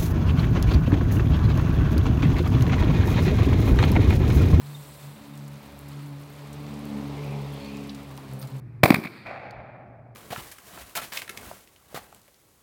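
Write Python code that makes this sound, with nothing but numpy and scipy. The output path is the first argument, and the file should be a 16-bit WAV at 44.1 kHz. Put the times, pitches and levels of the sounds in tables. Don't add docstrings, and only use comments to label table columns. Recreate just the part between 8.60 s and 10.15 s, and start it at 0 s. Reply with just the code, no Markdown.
import sys
import numpy as np
from scipy import signal
from scipy.fft import rfft, irfft, next_fast_len
from scipy.io import wavfile

SR = 44100
rng = np.random.default_rng(int(sys.argv[2]) if len(sys.argv) > 2 else 0)


def generate_wav(sig):
    pcm = np.round(np.clip(np.atleast_2d(sig).T, -1, 1) * 32767).astype(np.int16)
    wavfile.write(sys.argv[1], SR, pcm)


N = 68355
T = np.arange(N) / SR
SHOT_S, ATTACK_S = 0.233, 0.00039


def from_db(db):
    return 10 ** (np.asarray(db) / 20)


def unit_level(x):
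    return x / np.sqrt(np.mean(x ** 2) + 1e-20)


def colour(x, points):
    size = 2 * next_fast_len(N)
    hz, db = np.transpose(points)
    grid_hz = np.linspace(1, SR / 2, size // 2 + 1)
    gain = unit_level(from_db(np.interp(np.log(grid_hz), np.log(hz), db)))
    cepstrum = irfft(np.log(gain))
    cepstrum[1:size // 2] *= 2
    cepstrum[size // 2 + 1:] = 0
    return irfft(rfft(x, size) * np.exp(rfft(cepstrum)))[:N]


def keep_side(x, hz, side):
    return signal.sosfilt(signal.butter(2, hz, side, fs=SR, output="sos"), x)


def drift(rate_hz):
    return unit_level(keep_side(rng.standard_normal(2 * N), rate_hz, "low")[N:])


def echoes(per_s, spread_db=1.5):
    sizes = from_db(spread_db * np.minimum(rng.exponential(1, N), 4))
    signs = rng.choice([-1, 1], N)
    return unit_level(sizes * signs * (rng.random(N) < per_s / SR))


def die_away(x, start_s, fall_db_per_s, air_db_per_s_khz):
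    hz, s, frames = signal.stft(x, SR, nperseg=512)
    khz = hz[:, None] / 1000
    loss_db = (fall_db_per_s + air_db_per_s_khz * khz) * np.maximum(s - start_s, 0)
    loss_db += 5.5 * khz * np.maximum(s - 1.09, 0)
    return signal.istft(frames * from_db(-loss_db), SR)[1][:N]


# f/Hz, level/dB
AIR_TONE = [(25, -23.5), (60, -11.5), (90, -7.5), (130, 4.5), (180, -13), (370, -16.5), (480, -29.5),
            (800, -30.5), (1300, -36), (2450, -36), (2900, -54), (4800, -54.5), (6000, -62), (15000, -64)]


def background(hum_hz=119, hum_db=-43.5, air_db=-43, dip_db=15, return_db_per_s=5):
    phase = 2 * np.pi * np.cumsum(hum_hz + 2 * drift(5.4)) / SR
    hum = unit_level(np.sin(phase) * from_db(0.5 * drift(10)))
    air = colour(rng.standard_normal(N), AIR_TONE)
    age = T - SHOT_S
    dip = from_db((age > 0) * (return_db_per_s * age - dip_db))
    return dip * (from_db(hum_db) * hum + from_db(air_db) * air)


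def shock_train(fronts, envelope):
    burst = fronts * envelope
    for _ in range(4):
        spectrum = rfft(burst)
        burst = irfft(spectrum / (np.abs(spectrum) + 1e-12), len(burst)) * np.sqrt(envelope)
    return burst


# t/s, length/s, level/dB, extra low roar/dB, extra high fizz/dB
CRACK_ARRIVALS = [(0.233, 0.0058, -4, 0.5, -3), (0.2397, 0.0093, -19, 3, 7.5), (0.2549, 0.006, -11.5, 7, 0),
                  (0.274, 0.02, -28, 11, 8), (0.3039, 0.0026, -8, -1, -3), (0.3175, 0.012, -24, 2, -12),
                  (0.3426, .0042, -15, -10.5, -2.5), (.3550, 0.011, -29.5, -17.5, -8),
                  (0.435, 0.0089, -37, -23, -6), (0.448, 0.013, -35, -14, -10),
                  (0.468, 0.011, -37.5, -37, -23), (0.667, 0.0025, -36.5, -8, -17),
                  (0.7012, 0.013, -41, 15, -38)]
# f/Hz, level/dB
CRACK_TONE = [(35, -28), (150, -8.5), (420, -6), (560, -1), (740, 1.5), (880, -7), (1120, -3.5),
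              (1500, -12.5), (2150, -4.5), (2290, -1.5), (2480, -3), (2850, -25), (3600, -16.5),
              (4700, -18), (5600, -31.5), (7200, -30), (9500, -24.5), (11500, -32), (14500, -19.5)]


def cracks(release_s=0.0019, roar_hz=900, fizz_hz=5630):
    out, age = np.zeros(N), T[:SR // 10]
    fronts = rng.standard_normal(len(age))
    hz, base_db = np.transpose(CRACK_TONE)
    for s, length, db, roar_db, fizz_db in CRACK_ARRIVALS:
        tone_db = base_db + roar_db / (1 + (hz / roar_hz) ** 4) + fizz_db / (1 + (fizz_hz / hz) ** 4)
        envelope = np.minimum(age / ATTACK_S, 1) * np.exp(-np.maximum(age - length, 0) / release_s)
        burst = unit_level(colour(shock_train(fronts, envelope), np.transpose([hz, tone_db])))
        burst *= np.sqrt(np.sum(envelope ** 2) / N)
        start = int(s * SR)
        out[start:] += from_db(db) * burst[:N - start]
    return out


# t/s (the middle), f/Hz, level/dB
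PRESSURE_SWINGS = [(0.2403, 129, -6), (.3090, 242.2, 3), (0.3272, 251, -19.5), (.3430, 179, -13.5),
                   (0.3701, 210, -20.5), (0.3886, 195, -19.5), (0.4562, 205, -24.5)]


def thumps(width_cycles=0.64):
    out = np.zeros(N)
    for s, hz, db in PRESSURE_SWINGS:
        cycles = (T - s) * hz
        out -= from_db(db) * np.sin(2 * np.pi * cycles) * np.exp(-(cycles / width_cycles) ** 2)
    return out * np.clip((T - SHOT_S) / ATTACK_S, 0, 1)


# f/Hz, level/dB
SCATTER_TONE = [(30, -44.5), (100, -9), (190, -0.5), (340, 1), (480, -11), (750, -11), (1500, -14),
                (2120, -16), (2300, -4), (2480, -12.5), (2850, -27), (4600, -21.5), (6500, -35),
                (9500, -27.5), (11500, -30), (14000, -23.5)]


def near_scatter(db=-22.5):
    wash = colour(echoes(per_s=5000) * (T > SHOT_S), SCATTER_TONE)
    return from_db(db) * die_away(wash, SHOT_S, fall_db_per_s=79, air_db_per_s_khz=2)


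# f/Hz, level/dB
BUSH_TONE = [(30, -28.5), (200, 3.5), (600, -8.5), (1100, -6.5), (1700, -5), (2400, 1), (2950, -15.5),
             (4600, -7), (5800, -35), (9000, -23), (15000, -48)]


def bushes(start_s=0.495, rise_s=0.051, db=-45.5):
    rise = np.clip((T - start_s) / rise_s, 0, 1)
    rustle = colour(echoes(per_s=2400) * rise, BUSH_TONE)
    return from_db(db) * die_away(rustle, start_s, fall_db_per_s=19, air_db_per_s_khz=7.5)


# f/Hz, level/dB
FOREST_TONE = [(30, -31), (80, -11.5), (170, -6), (330, -10.5), (460, -9.5), (580, 0.5), (760, 2),
               (950, -9), (1500, -8), (2050, -8), (2400, -4.5), (2950, -24), (4600, -24), (5800, -39.5),
               (9000, -45.5), (15000, -49)]


def forest(start_s=0.6505, rise_s=0.01, db=-37.5, roll_db=0.77, roll_hz=30):
    age = np.maximum(T - start_s, 0)
    front_db = np.exp(-age / 0.028)
    level = np.minimum(age / rise_s, 1) * from_db(db + front_db + roll_db * drift(roll_hz))
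    wash = colour(echoes(per_s=2400) * level, FOREST_TONE)
    return die_away(wash, start_s, fall_db_per_s=11, air_db_per_s_khz=8)


# f/Hz, level/dB
TICK_TONE = [(3200, -10), (4450, 3.5), (5500, -15), (9000, -15.5), (12000, -27), (15000, -18)]


def tick(start_s=0.908, decay_s=0.0028, db=-42.5):
    envelope = (T > start_s) * np.exp(-np.abs(T - start_s) / decay_s)
    return from_db(db) * colour(rng.standard_normal(N) * envelope, TICK_TONE)


# t/s (the loudest point), width/s, f/Hz, level/dB
FAR_SWELLS = [(.975, 0.06, 68, -51.5), (1.03, 0.06, 138, -52), (1.28, 0.043, 106, -47)]


def rumbles(width_octaves=0.67):
    out = np.zeros(N)
    edge_ratio = 2 ** (width_octaves / 2)
    for s, width, hz, db in FAR_SWELLS:
        lows = keep_side(rng.standard_normal(N), hz * edge_ratio, "low")
        band = keep_side(lows, hz / edge_ratio, "high")
        out += from_db(db) * unit_level(band) * np.exp(-((T - s) / width) ** 2)
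    return out


def scene():
    shot = cracks() + thumps() + near_scatter() + bushes() + forest() + rumbles()
    return (shot + tick() + background())[None]


def record(dry, ceiling=0.86, cutoff_hz=15500):
    squashed = ceiling * np.tanh(dry / ceiling)
    return signal.sosfilt(signal.ellip(10, .1, 80, cutoff_hz, fs=SR, output="sos"), squashed)


dry = scene()
out = record(dry)
generate_wav(out)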